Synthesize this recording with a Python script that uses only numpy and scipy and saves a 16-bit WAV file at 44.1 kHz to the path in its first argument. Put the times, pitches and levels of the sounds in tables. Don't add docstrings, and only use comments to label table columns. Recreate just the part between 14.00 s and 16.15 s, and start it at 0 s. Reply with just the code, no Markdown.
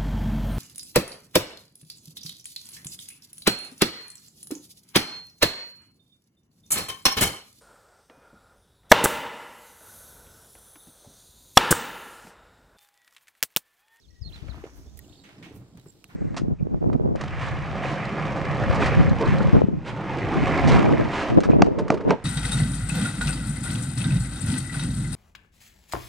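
import sys
import numpy as np
from scipy import signal
from scipy.fft import rfft, irfft
from scipy.io import wavfile
from scipy.ndimage import uniform_filter1d

SR = 44100
rng = np.random.default_rng(int(sys.argv[2]) if len(sys.argv) > 2 else 0)


def dump(signal):
    limited = np.clip(np.atleast_2d(signal).T, -1, 1)
    pcm = np.round(limited * 32767).astype(np.int16)
    wavfile.write(sys.argv[1], SR, pcm)


def to_linear_factor(level_db):
    exponent = np.asarray(level_db, float) / 20
    return 10 ** exponent


N = 94815
T = np.arange(N) / SR


def evened(x):
    return x / np.sqrt(np.mean(x ** 2) + 1e-20)


def curve(rows, k=1):
    rows = np.array(rows)
    return np.interp(T, rows[:, 0], rows[:, int(k)])


def coloured(x, points):
    hz = np.fft.rfftfreq(N, 1 / SR)
    f, db = np.transpose(points)
    gain = to_linear_factor(np.interp(np.log(hz + 1), np.log(f + 1), db))
    return evened(irfft(rfft(x) * gain, N))


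def resonate(x, hz, width_hz):
    turn = np.exp(2j * np.pi * np.cumsum(hz * np.ones(N)) / SR)
    r = np.exp(-np.pi * abs(width_hz) / SR)
    return 2 * (turn * signal.lfilter([1 - r], [1, -r], x * turn.conj())).real


def gritty(per_s, spread_db, bed):
    size = to_linear_factor(spread_db * rng.exponential(1, (2, N)).clip(0, 2.5))
    grains = size * (rng.random((2, N)) < per_s / SR)
    return rng.standard_normal((2, N)) * (evened(grains) + bed)


def placed(pair, same, pan_db, count):
    same = np.clip(same, 0, 1)
    left = same * np.roll(pair[0], count) + np.sqrt(1 - same ** 2) * pair[1]
    return np.array([left * to_linear_factor(pan_db / 2), pair[0] * to_linear_factor(-pan_db / 2)])


def swell(start_s, rise_s, t60_s):
    u = T - start_s
    return np.clip(u / rise_s, 0, 1) ** 2 * to_linear_factor(-60 * np.maximum(u - rise_s, 0) / t60_s)


def lumps(width_s, depth_db):
    slow = uniform_filter1d(rng.standard_normal((2, N)), int(width_s * SR))
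    return to_linear_factor(depth_db * evened(slow))


def pop(s, db, hz, length_s):
    out = np.zeros(N)
    near = abs(T - s) < 2 * length_s
    u = T[near] - s
    out[near] = to_linear_factor(db) * np.cos(2 * np.pi * hz * u) * np.exp(-(u / (0.31 * length_s)) ** 2)
    return out


def open_air():
    # frequency in Hz, level in dB per Hz.
    air_spectrum = [(60, 1), (320, -2), (850, -22), (3300, -26.5), (7000, -28), (15800, -33)]
    noise = rng.standard_normal((2, N)) * lumps(0.011, 0.27)
    return to_linear_factor(-64.5) * placed(coloured(noise, air_spectrum), 0.055, -5.0, count=4)


def note(start_s, length_s, db, hz):
    out = np.zeros(N)
    on = (T > start_s) & (T < start_s + length_s)
    level = to_linear_factor((db + 0 * T)[on] + 1.0)
    ends = np.sin(np.pi * (T[on] - start_s) / length_s) ** 0.23
    out[on] = level * ends * np.sin(2 * np.pi * np.cumsum(hz[on]) / SR)
    return out


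def near_birds():
    # start in seconds, length in seconds, level in dB, from Hz, to Hz.
    slides = [(0.031, 0.031, -64.5, 4000, 3180), (0.497, 0.021, -53, 4440, 3630),
              (0.866, 0.042, -71, 3410, 3740), (1.013, 0.043, -69.5, 3950, 2600),
              (1.193, 0.039, -65, 3790, 3900), (1.211, 0.03, -67.5, 7500, 7400),
              (1.795, 0.014, -66, 4060, 3720), (1.869, 0.0077, -58.5, 8040, 7900),
              (1.884, 0.024, -57.5, 7325, 7430), (2.047, 0.02, -66, 4390, 3570),
              (0, 0.002, -62, 5400, 5470), (0.016, 0.013, -65, 4000, 4600), (.053, 0.014, -86, 8100, 6500),
              (0.084, 0.013, -67.5, 4140, 4400), (0.105, 0.0071, -64, 5660, 5650),
              (0.11, 0.036, -78, 5680, 5500), (0.266, .014, -60, 4000, 3540),
              (1.086, 0.02, -69, 3000, 4230), (1.106, 0.07, -71, 4230, 4570),
              (1.194, 0.028, -67, 4400, 4480), (1.3, 0.06, -76, 3640, 2560),
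              (1.368, 0.035, -72.5, 5570, 4620), (1.524, .01, -68, 6100, 5300),
              (1.848, .045, -73, 5450, 5080), (1.9, 0.0036, -61, 7600, 8000)]
    # time in seconds, pitch in Hz, level in dB.
    phrases = [
        [(.212, 5400, -61), (.229, 4950, -51), (.241, 4350, -56), (.256, 4190, -49), (.274, 4360, -50),
         (.288, 3950, -53), (.312, 2450, -66)],
        [(.32, 2603, -58), (.331, 3980, -56), (.343, 4200, -51), (.355, 3970, -52.5), (.368, 3460, -54)],
        [(1.124, 2400, -66), (1.131, 3700, -61), (1.137, 4100, -64), (1.142, 3600, -59), (1.147, 2900, -65)],
        [(1.15, 2700, -67), (1.157, 3700, -60), (1.162, 4500, -65)],
        [(1.165, 3800, -69), (1.171, 3400, -69), (1.178, 4200, -65), (1.185, 4700, -67), (1.194, 4400, -62),
         (1.198, 3900, -64)],
    ]
    song = np.zeros(N)
    for p in phrases:
        pitch_hz = uniform_filter1d(curve(p), size=180)
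        song += note(p[0][0], p[-1][0] - p[0][0], curve(p, 2) + 2, pitch_hz)
    for s, length_s, db, from_hz, to_hz in slides:
        glide_hz = from_hz + (to_hz - from_hz) * np.clip((T - s) / length_s, 0, 1)
        song += note(s, length_s, db, glide_hz)
    song = song * lumps(.004, 1.8)[0] ** (1 + (T > 1.))
    scatter_n, scatter_t60_s = 12000, .2
    tail = rng.standard_normal((2, scatter_n)) * to_linear_factor(-60 * T[:scatter_n] / scatter_t60_s)
    wet = signal.fftconvolve(song[None], tail / np.linalg.norm(tail[0]), axes=1)[:, :N]
    return placed([song, song], 0.98, -12, count=2) + to_linear_factor(-10) * wet


def far_flock():
    # time in seconds, centre in Hz, level in dB.
    twitter = [(.2, 5660, -74), (.36, 5900, -77), (.6, 6060, -71), (.68, 5900, -64), (.88, 5700, -66.5),
               (1.08, 7100, -68), (1.3, 7300, -77.5)]
    # time in seconds, level in dB.
    chatter = [(0, -72.5), (.15, -71), (.2, -74), (.5, -67.5), (.7, -74.5), (1.15, -64), (1.6, -73.5),
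               (1.9, -69.5)]
    twitter_width_hz, chatter_hz, chatter_width_hz = 1860, 4000, 3200
    hz = curve(twitter)
    z = rng.standard_normal((2, N)) * lumps(0.0045, 2.2)
    high = resonate(resonate(z, hz, twitter_width_hz), hz, twitter_width_hz)
    low = resonate(resonate(z[::-1], chatter_hz, chatter_width_hz), chatter_hz, chatter_width_hz)
    far = evened(high) * to_linear_factor(curve(twitter, 2)) + evened(low) * to_linear_factor(curve(chatter))
    return placed(far, 0.057, -1.5, count=20)


def whistle():
    # time in seconds, level in dB.
    whistle_level = [(.1, -68), (.115, -62.5), (.13, -75), (.14, -71), (.15, -79), (.162, -63), (.2, -72),
                     (.207, -85), (.23, -67.5), (.26, -81), (.28, -66), (.3, -84)]
    waver = rng.standard_normal(N) * lumps(0.0045, 2.2)[0]
    pitch_hz = 1906 + 25 * evened(uniform_filter1d(waver, 400))
    return note(0.1, 0.33, curve(whistle_level), pitch_hz)


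def wind():
    # time in seconds, left port in dB, right port in dB.
    gusts = [(0, -59, -83), (.07, -51.5, -66), (.18, -55.5, -85), (.22, -40.5, -67), (.27, -36, -41),
             (.39, -40.5, -48.5), (.48, -31.5, -49.5), (.6, -44, -55), (.68, -53, -57), (.8, -42.5, -48),
             (1., -65, -41.5), (1.14, -51, -61), (1.22, -96, -95), (1.5, -67, -61), (2.15, -74, -85)]
    # time in seconds, peak in dB, frequency in Hz.
    buffets = [
        (0.221, -22, 81),
        (0.428, -22, 112),
        (.498, -25, 107),
        (0.575, -33, 110),
    ]
    gust_hz = 62.8
    z = rng.standard_normal((2, N))
    low = evened(resonate(resonate(z, gust_hz, 36.5), gust_hz, 51))
    low = low + to_linear_factor(-12) * evened(resonate(resonate(z, 116, 75), 110, 140))
    highpass = signal.butter(4, 44, "high", fs=SR, output="sos")
    low = signal.sosfilt(highpass, low * lumps(0.039, 1.6))
    out = evened(low) * to_linear_factor(np.array([curve(gusts), curve(gusts, 2)]))
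    for s, db, hz in buffets:
        out[0] -= pop(s, db, hz, 1.75 / hz)
    return out


def tread():
    # time in seconds, heavy thudding in dB, light patter in dB.
    tread_level = [(0, -95, -102), (.2, -75, -77), (.33, -62, -54.5), (.55, -49.5, -57.5), (.7, -61, -53),
                   (.78, -73, -52), (1., -54.5, -59.5), (1.08, -58.5, -59.5), (1.3, -56, -53.5),
                   (1.47, -48, -52.5), (1.78, -50.5, -66), (1.92, -60, -64), (2.08, -63.5, -62.5),
                   (2.15, -52, -69)]
    # frequency in Hz, level in dB.
    ground = [(120, -2), (185, -2.5), (278, -1), (365, -14), (610, -14)]
    z = rng.standard_normal((2, N))
    rumble = 0
    for k, (hz, db) in enumerate(ground):
        steps = z * lumps(0.041, 5.27)[0]
        ring = evened(resonate(resonate(steps, hz, 0.17 * hz + 12), hz, 2.8 * hz))
        column = 1 + (k > 1)
        rumble = rumble + to_linear_factor(db + curve(tread_level, column)) * ring
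    return placed(rumble, 0.95, -0.99, count=1)


def thrown_grit():
    # start in seconds, rise in seconds, t60 in seconds, level in dB.
    throws = [
        (.26, 0.042, 0.47, -65),
        (.4, 0.16, 3., -70.5),
        (0.711, 0.063, 0.24, -62),
        (0.967, 0.0076, 0.058, -50),
        (1.001, 0.031, 0.71, -69.5),
        (1.51, 0.051, 0.19, -58),
        (1.77, 0.0028, 0.096, -69),
        (1.78, 0.082, 1., -67),
        (2.07, 0.0078, 0.58, -68.5),
    ]
    grit_hz, width_hz = 12100, 16000
    sand = gritty(2500, 3.5, 2.5)
    hiss = evened(resonate(resonate(sand, grit_hz, width_hz), grit_hz, width_hz))
    level = sum(to_linear_factor(db) * swell(s, rise_s, t60_s) for s, rise_s, t60_s, db in throws)
    return placed(hiss * level, .5, -4.5, count=15)


def scuffs():
    # start in seconds, rise in seconds, t60 in seconds, level in dB, centre in Hz.
    drags = [(0.278, 0.075, 0.73, -51.5, 2200), (0.46, 0.024, 0.14, -50, 1170),
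             (0.509, 0.024, 1, -53, 1210), (0.636, 0.004, 0.097, -56, 1740),
             (0.651, 0.023, 0.056, -54.5, 920), (.76, 0.018, 0.16, -70, 980),
             (1.28, 0.0092, 0.88, -55, 1580), (1.857, 0.0028, 0.15, -62, 1090), (1.59, 0.017, 1, -64, 696),
             (1.769, 0.0039, 0.22, -60.5, 2100), (2.081, 0.019, 0.71, -54.5, 1200)]
    dirt = gritty(1500, 4., 1.2)
    out = 0
    for s, rise_s, t60_s, db, hz in drags:
        scrape = evened(resonate(resonate(dirt, hz, 1.53 * hz), hz, 2 * hz))
        out = out + to_linear_factor(db) * swell(s, rise_s, t60_s) * scrape
    return placed(out, .5, -2.5, count=8)


def knocks():
    # time in seconds, peak in dB, frequency in Hz, length in seconds.
    hoof_knocks = [(0.487, -43.5, 600, 0.0096), (0.545, -39.5, 860, 0.0025), (0.486, -42.5, 2184, 0.0014),
                   (.524, -47.5, 1380, 0.0066), (0.548, -47, 650, 0.0044), (0.582, -42.5, 1190, 0.0025),
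                   (0.622, -45, 1100, 0.0038), (0.6404, -39.5, 730, 0.0045), (0.641, -39, 2000, .001),
                   (0.652, -45, 2300, 0.0014), (0.675, -42.5, 833, 0.0027), (.642, -27.5, 398, 0.0092),
                   (0.656, -35, 490, 0.004), (0.665, -35.5, 450, 0.0025), (1.7714, -60, 1460, 0.0017),
                   (1.776, -42.5, 215, 0.0056), (1.865, -40.5, 376, 0.0084), (1.872, -42, 171, 0.021),
                   (1.86, -50, 1090, 0.0028), (2.093, -46, 136, 0.017)]
    out = sum(pop(*row) for row in hoof_knocks)
    return placed([out, out], 1, -1.1, count=0)


def ticks():
    # time in seconds, level in dB.
    specks = [(.628, -63), (1.555, -62), (1.562, -70), (1.685, -59), (1.7733, -47.5), (1.797, -49),
              (1.813, -54), (1.842, -58), (1.859, -70), (1.925, -56), (2.09, -60)]
    # time in seconds, peak in dB, frequency in Hz, length in seconds.
    snaps = [
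        (.9909, -41, 9500, .0007),
        (.9918, -31, 12000, .0007),
        (.9918, -44, 5000, .0006),
        (2.04285, -37, 2700, .002),
        (2.04285, -40, 5500, .001),
        (2.04285, -43, 8000, .001),
        (2.04285, -46, 11500, .0008),
        (2.043, -43, 1400, .0012),
    ]
    # time in seconds, peak in dB, ring in Hz, ring t60 in seconds, sharp edge in dB.
    pebbles = [
        (0.991, -46, 1904, 0.032, -31),
        (2.0424, -52, 2600, .02, -34),
    ]
    edge = rng.standard_normal((2, N))
    edge = edge - resonate(edge, 100, 3800)
    speck_level = sum(to_linear_factor(db) * swell(s, .0004, .01) for s, db in specks)
    out = placed(resonate(edge, 5500, 9000) * speck_level, .7, -4, count=12)
    crack = -sum(pop(*row) for row in snaps)
    out += placed([crack, crack], 0.95, -7.5, count=3)
    for s, db, hz, t60_s, edge_db in pebbles:
        dust = swell(s - .001, .0012, .004) + .3 * swell(s, .002, .03)
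        spray = to_linear_factor(edge_db - 8) * dust * edge
        ring = to_linear_factor(db) * swell(s, 0.000049, t60_s) * np.sin(2 * np.pi * hz * (T - s))
        out = out + placed(ring + spray, .7, -5, count=17 if s < 1.5 else 1)
    return out


def panel():
    # time in seconds, level in dB, t60 in seconds.
    blows = [
        (1.2382, -61, 0.26),
        (1.4257, -56.5, 0.35),
    ]
    # mode in Hz, level in dB.
    steel_modes = [(1900, 11), (2170, 16), (2370, 9.5), (2632, 11), (2900, 6), (3134, 1), (3388, 7),
                   (3652, 7), (6250, 8)]
    mode_width_hz, rattle_hz, rattle_db, hold_s = 22, 2000, 5, .03
    z = gritty(1500, 3., 3.)
    modes = evened(sum(to_linear_factor(db) * evened(resonate(z, hz, mode_width_hz)) for hz, db in steel_modes))
    rattle = evened(resonate(resonate(z, rattle_hz, 2200), rattle_hz, 2800))
    level = 0
    for s, db, t60_s in blows:
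        level = level + to_linear_factor(db) * (T > s) * to_linear_factor(-60 * np.maximum(T - s - hold_s, 0) / t60_s)
    return placed((modes + to_linear_factor(rattle_db) * rattle) * level, 0.069, -4.5, count=15)


def scene():
    animals = near_birds() + far_flock() + whistle() + tread() + thrown_grit() + scuffs() + knocks()
    mix = open_air() + wind() + animals + ticks() + panel()
    soft = rfft(mix) * (np.fft.rfftfreq(N, 1 / SR) < 15800)
    return irfft(soft, N) + pop(.9918, -48, 16200, .001) + pop(.975, -56, 16200, .006)


def top_cut(x):
    return signal.sosfilt(signal.butter(12, 16640, fs=SR, output="sos"), x)


def record(dry):
    return top_cut(dry)


dry = scene()
out = record(dry)
dump(out)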